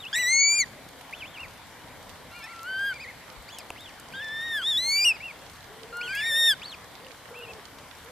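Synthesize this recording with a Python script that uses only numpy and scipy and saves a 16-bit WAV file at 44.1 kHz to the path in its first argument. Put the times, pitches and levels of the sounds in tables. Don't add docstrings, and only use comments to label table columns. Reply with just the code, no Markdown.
import sys
import numpy as np
from scipy import signal
from scipy.fft import rfft, irfft
from scipy.io import wavfile
from scipy.ndimage import uniform_filter1d, map_coordinates

SR = 44100
rng = np.random.default_rng(int(sys.argv[2]) if len(sys.argv) > 2 else 0)


def int16_out(signal):
    q = np.round(np.clip(np.atleast_2d(signal).T, -1, 1) * 32767)
    wavfile.write(sys.argv[1], SR, q.astype(np.int16))


N = 357651
BAND_LIMIT_HZ = 14400


def amp(db):
    return 10 ** (np.asarray(db) / 20)


def unit(x):
    return x / np.sqrt(np.mean(x ** 2) + 1e-20)


def read(points, hz):
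    f, value = np.transpose(points)
    return np.interp(np.log(hz + 1), np.log(f + 1), value)


def add(mix, start_s, sound):
    part = mix[..., max(round(start_s * SR), 0):][..., :sound.shape[-1]]
    part += sound[..., :part.shape[-1]]


def wander(t, rate_hz):
    steps = rng.standard_normal(4096)
    return map_coordinates(steps, [(t - t[0]) * 2 * rate_hz], order=3, mode="wrap")


def arch(progress, top):
    top = np.clip(top, .05, .95)
    return np.sin(np.interp(progress, [0, top, 1], [0, np.pi / 2, np.pi])).clip(0)


# time_s, pitch_hz, fundamental_db, octave_db, reedy_top_db
SWAN_CALLS = [
    [(0.127, 1555, -35, -30, -53), (0.16, 1890, -26.5, -31, -30), (0.203, 2001, -26.5, -36, -35.5),
     (0.25, 1914, -26, -32.5, -34), (0.33, 2133, -23.5, -29, -39.5), (0.45, 2271, -24, -25.5, -53.5),
     (0.51, 2333, -26.5, -25, -44), (0.57, 2396, -29, -30.5, -47)],
    [(2.31, 1360, -52, -55, -74), (2.37, 1420, -48.5, -52, -65), (2.45, 1322, -56, -55, -66),
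     (2.52, 1375, -47, -59, -77), (2.63, 1336, -43, -62, -65), (2.69, 1530, -34, -45, -65),
     (2.76, 1542, -31, -42.5, -66), (2.83, 1607, -28, -42, -55), (2.875, 1617, -28, -38.5, -54.5)],
    [(4.135, 1545, -42, -45, -70), (4.19, 1618, -36.5, -48, -66), (4.225, 1787, -36.5, -43.5, -67),
     (4.285, 1744, -36.5, -43.5, -78), (4.41, 1811, -33.5, -38.5, -57), (4.45, 1878, -35, -40, -60),
     (4.5, 1836, -34.5, -39, -54.5)],
    [(4.615, 1550, -67, -36, -55), (4.675, 1843, -41.5, -24, -47), (4.7, 1869, -44, -24, -46),
     (4.737, 1710, -46.5, -26.5, -45.5), (4.771, 1726, -58, -23.5, -49), (4.778, 1873, -43.5, -22.5, -41.5),
     (4.81, 2003, -42, -29.5, -48.5), (4.93, 2247, -29.5, -25.5, -40.5), (5.045, 2425, -27, -23.5, -44),
     (5.052, 2877, -19.5, -31, -43)],
    [(5.924, 1384, -39.5, -54, -74), (6.0, 1436, -34, -50.5, -74), (6.07, 1446, -38.5, -47, -55.5),
     (6.14, 1620, -32.5, -45, -56), (6.19, 1676, -32, -39, -54), (6.27, 1867, -29, -32, -43.5),
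     (6.33, 1786, -29, -28.5, -39.5), (6.38, 1847, -26.5, -24.5, -35.5), (6.46, 1836, -27.5, -20.5, -34.5)],
]
# fall_s, pitch_drop_share, swell_db
SWAN_CLOSES = [(0.077, .26, 4.5), (0.061, 0.13, -1.1), (0.14, 0.31, 5.5), (.075, 0.15, 1), (0.086, 0.21, 2)]

def swan_gesture(contour, close, fade_db=-11, overtone_fade_db=-32.5):
    times, *columns = np.transpose(contour)
    fall_s, drop, swell_db = close
    t = np.arange(times[0], times[-1] + fall_s, 1 / SR)
    hz, first_db, octave_db, reed_db = (uniform_filter1d(np.interp(t, times, c), 130) for c in columns)
    fall = np.clip((t - times[-1]) / fall_s, 0, 1)
    hz = hz * (1 - drop * fall ** 2)
    swell, fade = swell_db * np.sin(np.pi * fall), fall ** 4.8
    upper_db = swell + overtone_fade_db * fade
    return t, hz, first_db + swell + fade_db * fade, octave_db + upper_db, reed_db + upper_db


# third_partial_offset_db, base_tilt_db_per_octave, shrill_db, hiss_offset_db
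SWAN_TIMBRES = [(6.5, -35, 26, -23), (1.5, 15, 0, -15), (0.5, 13, 2, -12), (-7, -3, 1, -9),
                (5.5, 4.5, -4, -15)]
# frequency_hz, gain_db
SWAN_THIRD_PARTIAL = [(4200, -8), (4700, -12), (5150, -15.5), (5600, -19.5), (6000, -10), (6450, -3),
                      (7000, -7), (8500, 3.5)]
# frequency_hz, gain_db
SWAN_THROAT = [(5000, -3), (7500, 10), (9300, 6.5), (10100, 0.5), (11200, 5.5), (11900, 3), (13200, -1.5),
               (14000, -2.5)]
# start_s, end_s, depth_share, flutter_hz
SWAN_HOARSENESS = [(0.124, 0.188, 0.28, 192), (4.66, 4.74, 0.1, 161), (6.12, 6.273, 0.11, 295)]

def swan(contour, close, timbre, shimmer_db=0.72, rasp_db=-32, shrill_hz=13820, shrill_width_hz=770):
    t, hz, first_db, octave_db, reed_db = swan_gesture(contour, close)
    third_offset_db, tilt_db, shrill_db, hiss_db = timbre
    third_db = octave_db + third_offset_db + read(SWAN_THIRD_PARTIAL, 3 * hz)
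    flutter = sum(depth * ((t > start) & (t < end)) * np.sin(2 * np.pi * rate * t + wander(t, 60))
                  for start, end, depth, rate in SWAN_HOARSENESS)
    waver = 1 + 0.00258 * wander(t, 20.2) + 0.0028 * wander(t, 150) + 0.042 * flutter
    angle = 2 * np.pi * np.cumsum(hz * waver) / SR
    k = np.arange(4, 11)[:, None]
    slope_db = (tilt_db + 0.39 * (reed_db + 42)) * np.log2(k / 4)
    drift_db = 1.7 * np.array([wander(t, 17.4) for _ in k])
    bill_db = shrill_db * np.exp(-((k * hz - shrill_hz) / shrill_width_hz) ** 2)
    reed = amp(read(SWAN_THROAT, k * hz) + slope_db + bill_db) * (k * hz < BAND_LIMIT_HZ + 500)
    reed *= amp(reed_db + drift_db) / np.sqrt((reed ** 2).sum(0) + 1e-12)
    voice = np.zeros(len(t))
    for number, level in enumerate([amp(first_db), amp(octave_db), amp(third_db), *reed], 1):
        unrest = amp(shimmer_db * wander(t, 47.5)) + amp(rasp_db) * wander(t, 900)
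        voice += level * unrest * np.sin(number * angle)
    hiss = amp(reed_db + hiss_db) * unit(np.diff(rng.standard_normal(len(t) + 1)))
    return t[0], np.sqrt(2) * (voice + hiss) * (1 + flutter) * signal.windows.tukey(len(t), .015)


def peep_gesture(start_s, length_s, start_hz, top_hz, end_hz, db, choke_db, overtone_db, trail_db=-1):
    progress = np.linspace(0, 1, 60)
    top = .57 - 1.05 * length_s
    height = arch(progress, top) ** 1.1
    foot_hz = np.where(progress < top, start_hz, end_hz)
    hz = foot_hz + (top_hz - foot_hz) * height
    level_db = db + trail_db * (progress - .5)
    choked_db = level_db - choke_db * height ** 2.3
    return np.array([start_s + length_s * progress, hz, choked_db, level_db + overtone_db])


# start_s, length_s, start_hz, top_hz, end_hz, level_db, choke_db, overtone_offset_db
PEEPS = [ (-.035, 0.086, 2700, 3770, 2530, -39.5, 7, -19), (0.061, 0.11, 2600, 3690, 2120, -38.5, 23, -24),
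         (0.175, 0.061, 2170, 2950, 2010, -38, 5, -18), (1.123, .114, 1806, 3610, 2170, -38, 18, -27),
         (1.241, 0.15, 2220, 3690, 2130, -41.5, 21, -21), (1.37, .096, 2190, 2820, 1770, -43, -1, -17),
         (2.333, .085, 2054, 2460, 2140, -50.5, -2, -14), (2.416, 0.065, 2170, 2550, 1884, -47, 0, -16),
         (2.483, 0.062, 1930, 2300, 1750, -44.5, 4, -12), (2.425, .043, 1710, 1780, 1910, -49, -5, 10),
         (2.915, 0.079, 2050, 2406, 1980, -48.5, -4, -8), (2.991, 0.065, 2016, 2550, 1840, -43.5, -3, -5.5),
         (3.062, 0.057, 1866, 2190, 1720, -45.5, -5.5, -12), (3.474, 0.15, 1710, 3450, 1944, -49.5, 1, 1.5),
         (3.757, 0.16, 1800, 3740, 1960, -52, -3.5, -8), (4.115, 0.13, 1810, 3740, 2150, -50.5, -4.5, -8),
         (4.954, 0.076, 2290, 2870, 2250, -43, -1, -12), (5.111, 0.066, 2375, 2610, 1980, -46.5, -3, -4.5),
         (5.2, 0.12, 2100, 2780, 2154, -42, -4, -19), (6.006, 0.086, 2100, 3240, 2380, -36, 5, -12),
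         (6.14, 0.11, 2330, 2870, 1950, -38, 1, -14), (6.087, 0.056, 2256, 2450, 2124, -40, -3, -9),
         (6.158, 0.066, 2040, 2410, 1850, -45.5, -10, -1), (6.235, 0.08, 1744, 2350, 1850, -49, -8, -6),
         (6.352, .14, 2230, 3750, 2297, -48, 4, -10), (6.613, 0.14, 2030, 4590, 2180, -40.5, 5.5, -9),
         (7.337, 0.084, 2133, 2720, 2470, -48.5, -3, -28), (7.4, 0.068, 2600, 2880, 2380, -52, -8, -28),
         (7.475, 0.052, 2430, 2700, 2300, -51, -7.5, -28), ]

def peep_phrases(slur_s=.02):
    phrases = []
    for row in PEEPS:
        gesture = peep_gesture(*row)
        if phrases and abs(gesture[0, 0] - phrases[-1][0, -1]) < slur_s:
            gesture = np.hstack([phrases.pop(), gesture])
        phrases.append(gesture)
    return phrases


# frequency_hz, gain_db
CYGNET_THROAT = [(3700, -16), (4800, 2), (5900, -15.5), (7200, -6.5), (9000, -18), (14000, -28)]

def cygnet(phrase, shimmer_db=3.1, glide_s=0.013, edge_s=0.0069):
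    times, *columns = phrase[:, np.argsort(phrase[0])]
    t = np.arange(max(times[0], 0), times[-1], 1 / SR)
    hz, db, overtone_db = (uniform_filter1d(np.interp(t, times, c), int(glide_s * SR) + 1, mode="nearest")
                           for c in columns)
    strain = hz / 3200
    jitter = (0.0054 + 0.006 * strain ** 3) * wander(t, 200)
    angle = 2 * np.pi * np.cumsum(hz * (1 + jitter)) / SR
    overtones = sum(amp(read(CYGNET_THROAT, k * hz)) * np.cos(k * angle) / (k - 1) for k in (2, 3))
    voice = amp(db) * np.cos(angle) + amp(overtone_db) * overtones
    shimmer = amp(shimmer_db * strain * wander(t, 94.2))
    return t[0], np.sqrt(2) * voice * shimmer * signal.windows.tukey(len(t), 2 * edge_s * SR / len(t))


# frequency_hz, left_over_right_db
SWAN_BALANCE = [(1500, 1.4), (2300, 0.52), (3600, 0.86), (4600, 0.76), (5500, 1.8), (6700, 9.2),
                (7500, 3.5), (12000, 1.9)]
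CYGNET_BALANCE = [(2000, 1), (8000, 1)]
# frequency_hz, left_lead_rad
SWAN_PHASE = [(1500, -0.012), (2300, -0.22), (3600, 0.063), (4500, 0.95), (5500, 0.14), (6800, -0.45),
              (12000, -0.68)]
CYGNET_PHASE = [(2000, -0.33), (4000, -0.31), (6500, 1), (10000, -0.4)]

def microphone_ports(x, balance, phase):
    hz = np.fft.rfftfreq(2 * N, 1 / SR)
    half = amp(read(balance, hz) / 2) * np.exp(.5j * read(phase, hz))
    return irfft(rfft(x, 2 * N) * np.array([half, 1 / half]))[:, :N]


# start_s, level_db, pitch_hz, t60_s
PLOPS = [(3.704, -22.5, 2600, 0.0075), (3.7051, -23.5, 965, 0.01), (3.7074, -29, 560, 0.013),
         (4.2, -41, 2660, .012), (7.067, -33, 2800, 0.0099), (7.289, -38, 1710, 0.013)]

def plop(db, hz, t60, rise=0.067):
    t = np.arange(3000) / SR
    return amp(db - 60 * t / t60) * np.sin(2 * np.pi * hz * t * (1 + rise * np.minimum(t / t60, 1)))


# start_s, peak_db, centre_hz, t60_s
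TICKS = [(.889, -33, 9000, 0.0062), (2.0938, -37, 5140, 0.02), (2.3913, -35, 7900, .01),
         (2.44, -37, 5450, 0.044), (2.632, -22.5, 11600, 0.003), (3.586, -26, 7000, 0.027),
         (3.7037, -23, 9000, 0.0035), (3.998, -31.5, 7000, 0.027), (5.97, -33, 8000, 0.022),
         (6.15, -27, 12570, 0.072), (7.067, -37, 9000, 0.0042), (7.3902, -33, 11000, 0.0052),
         (7.785, -36.5, 2400, 0.063)]

def tick(db, hz, t60, octaves=1.0):
    t, f = np.arange(3000) / SR, np.fft.rfftfreq(3000, 1 / SR)
    colour = np.exp(-.5 * (np.log2((f + 1) / hz) / octaves) ** 2)
    noise = rng.standard_normal(3000) + 0.29 * rng.standard_normal((2, 3000))
    burst = irfft(rfft(noise) * colour) * amp(-60 * t / t60)
    return amp(db) * burst / abs(burst).max()


def dabbling_and_reeds(drips=130, reed_ticks=220):
    pond = np.zeros((2, N))
    for when, faintness, pitch, side in rng.random((drips, 4)):
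        drip = tick(-53 - 5.5 * np.log(faintness + .2), 1200 * 4 ** pitch, 0.02, octaves=0.65)
        pan_right = amp(np.array([[1], [-1]]) * 3.3 * (side - 5.0))
        add(pond, when * N / SR, drip * pan_right)
    for when, faintness, pitch in rng.random((reed_ticks, 3)):
        add(pond, when * N / SR, tick(-56 - 5.5 * np.log(faintness + 0.057), 4000 * 3 ** pitch, 0.036))
    return pond


# start_s, length_s, top_hz, top_place_share, level_db (before trim)
COOS = [(2.88, 0.25, 516, .45, -61), (4.1, .3, 520, 0.43, -58.5), (5.66, 0.45, 479.4, 0.8, -50),
        (6.27, 0.22, 556.5, .3, -49.5), (6.998, 0.143, 520, 0.41, -50.5), (7.294, 0.33, 491, 0.1, -48),
        (8.04, 0.18, 531, 0.66, -49)]
FAR_HUM = (0, 1.5, 277, 0.5, -64.5)

def coo_or_hum(start_s, length_s, top_hz, top, db, sag, ends_db=-5, trim_db=-2, husk=0.61):
    t = np.arange(0, length_s, 1 / SR)
    slack = 1 - arch(t / length_s, top)
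    hz = top_hz * (1 - sag * slack) * (1 + 0.02 * wander(t, 52.1))
    angle = 2 * np.pi * np.cumsum(hz) / SR
    tone = np.sin(angle) + husk * wander(t, 90) * np.cos(angle)
    level = amp(db + ends_db * slack + trim_db + 2 * wander(t, 32.2))
    return start_s, np.sqrt(2) * level * tone * signal.windows.tukey(len(t), .15)


# start_s, level_db (before each port's gain), pitch_hz, length_s
AIR_BUMPS = [(3.356, -44, 47.6, 0.067)]

def air_bump(db, hz, length_s):
    t = np.arange(0, length_s, 1 / SR)
    return amp(db + np.array([[3], [-7]])) * np.sin(2 * np.pi * hz * t) * np.hanning(len(t))


# frequency_hz, t60_s
BANK_DECAY = [(300, 0.97), (2000, 0.92), (7000, 0.67), (14000, 0.52)]

def bank_echo(x, reflections_per_s=2000, delay_s=.012):
    taps = rng.choice([-1., 1.], (2, SR)) * (rng.random((2, SR)) < reflections_per_s / SR)
    taps *= np.arange(SR) > delay_s * SR
    hz, t, spectrum = signal.stft(taps, SR, nperseg=256)
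    tail = signal.istft(spectrum * amp(-60 * t / read(BANK_DECAY, hz)[:, None]), SR, nperseg=256)[1]
    return signal.fftconvolve(x[None], tail / np.linalg.norm(tail[0]), axes=1)[:, :N]


# frequency_hz, relative_level_db
AIR_SPECTRUM = [(15, -52), (25, -8), (108, 1), (193, -3.5), (259, -2), (396, -7), (452, -3), (1030, -2.5),
                (1270, -6), (2170, -6.5), (2680, -14), (3060, -9.5), (6440, -18.5), (12900, -20),
                (14300, -19.5)]
# frequency_hz, correlation
AIR_LIKENESS = [(60, 0.91), (150, 0.7), (370, 0.69), (930, 0.9), (2330, 0.79), (5820, 0.031),
                (14500, -0.32)]

def open_air(level_db=-46.5, patchy_db=1.41, lean_left_db=.5):
    frames, hz = N // 512 + 5, np.fft.rfftfreq(2048, 1 / SR)
    a, b, c, d, patches = rng.standard_normal((5, frames, len(hz)))
    patches = unit(uniform_filter1d(uniform_filter1d(patches, size=9, axis=0), size=24, axis=1))
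    likeness = np.clip(read(AIR_LIKENESS, hz), -1, 1)
    left = a + 1j * b
    right = likeness * left + np.sqrt(1 - likeness ** 2) * (c + 1j * d)
    spectrum = np.array([left * amp(lean_left_db), right / amp(lean_left_db)])
    spectrum *= amp(read(AIR_SPECTRUM, hz) + patchy_db * patches)
    rush = signal.istft(spectrum.transpose(0, 2, 1), nperseg=2048, noverlap=1536)[1][:, :N]
    return unit(rush) * amp(level_db)


def scene():
    swans, cygnets, far, plops = np.zeros((4, N))
    small_sounds = dabbling_and_reeds()
    for call in zip(SWAN_CALLS, SWAN_CLOSES, SWAN_TIMBRES):
        add(swans, *swan(*call))
    for phrase in peep_phrases():
        add(cygnets, *cygnet(phrase))
    for coo in COOS:
        add(far, *coo_or_hum(*coo, sag=.17))
    add(far, *coo_or_hum(*FAR_HUM, sag=.06))
    for start_s, *row in PLOPS:
        add(plops, start_s, plop(*row))
    for start_s, *row in TICKS:
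        add(small_sounds, start_s, tick(*row))
    for start_s, *row in AIR_BUMPS:
        add(small_sounds, start_s, air_bump(*row))
    birds = microphone_ports(swans, SWAN_BALANCE, SWAN_PHASE)
    birds += microphone_ports(cygnets, CYGNET_BALANCE, CYGNET_PHASE)
    echo = bank_echo(amp(-29.5) * swans + amp(-18.5) * (cygnets + plops) + amp(-18) * far)
    return birds + far + plops + small_sounds + echo + open_air()


def record(dry):
    lowpass = signal.firwin(511, BAND_LIMIT_HZ, window=("kaiser", 9), fs=SR)
    return signal.oaconvolve(dry, lowpass[None], "same")


dry = scene()
out = record(dry)
int16_out(out)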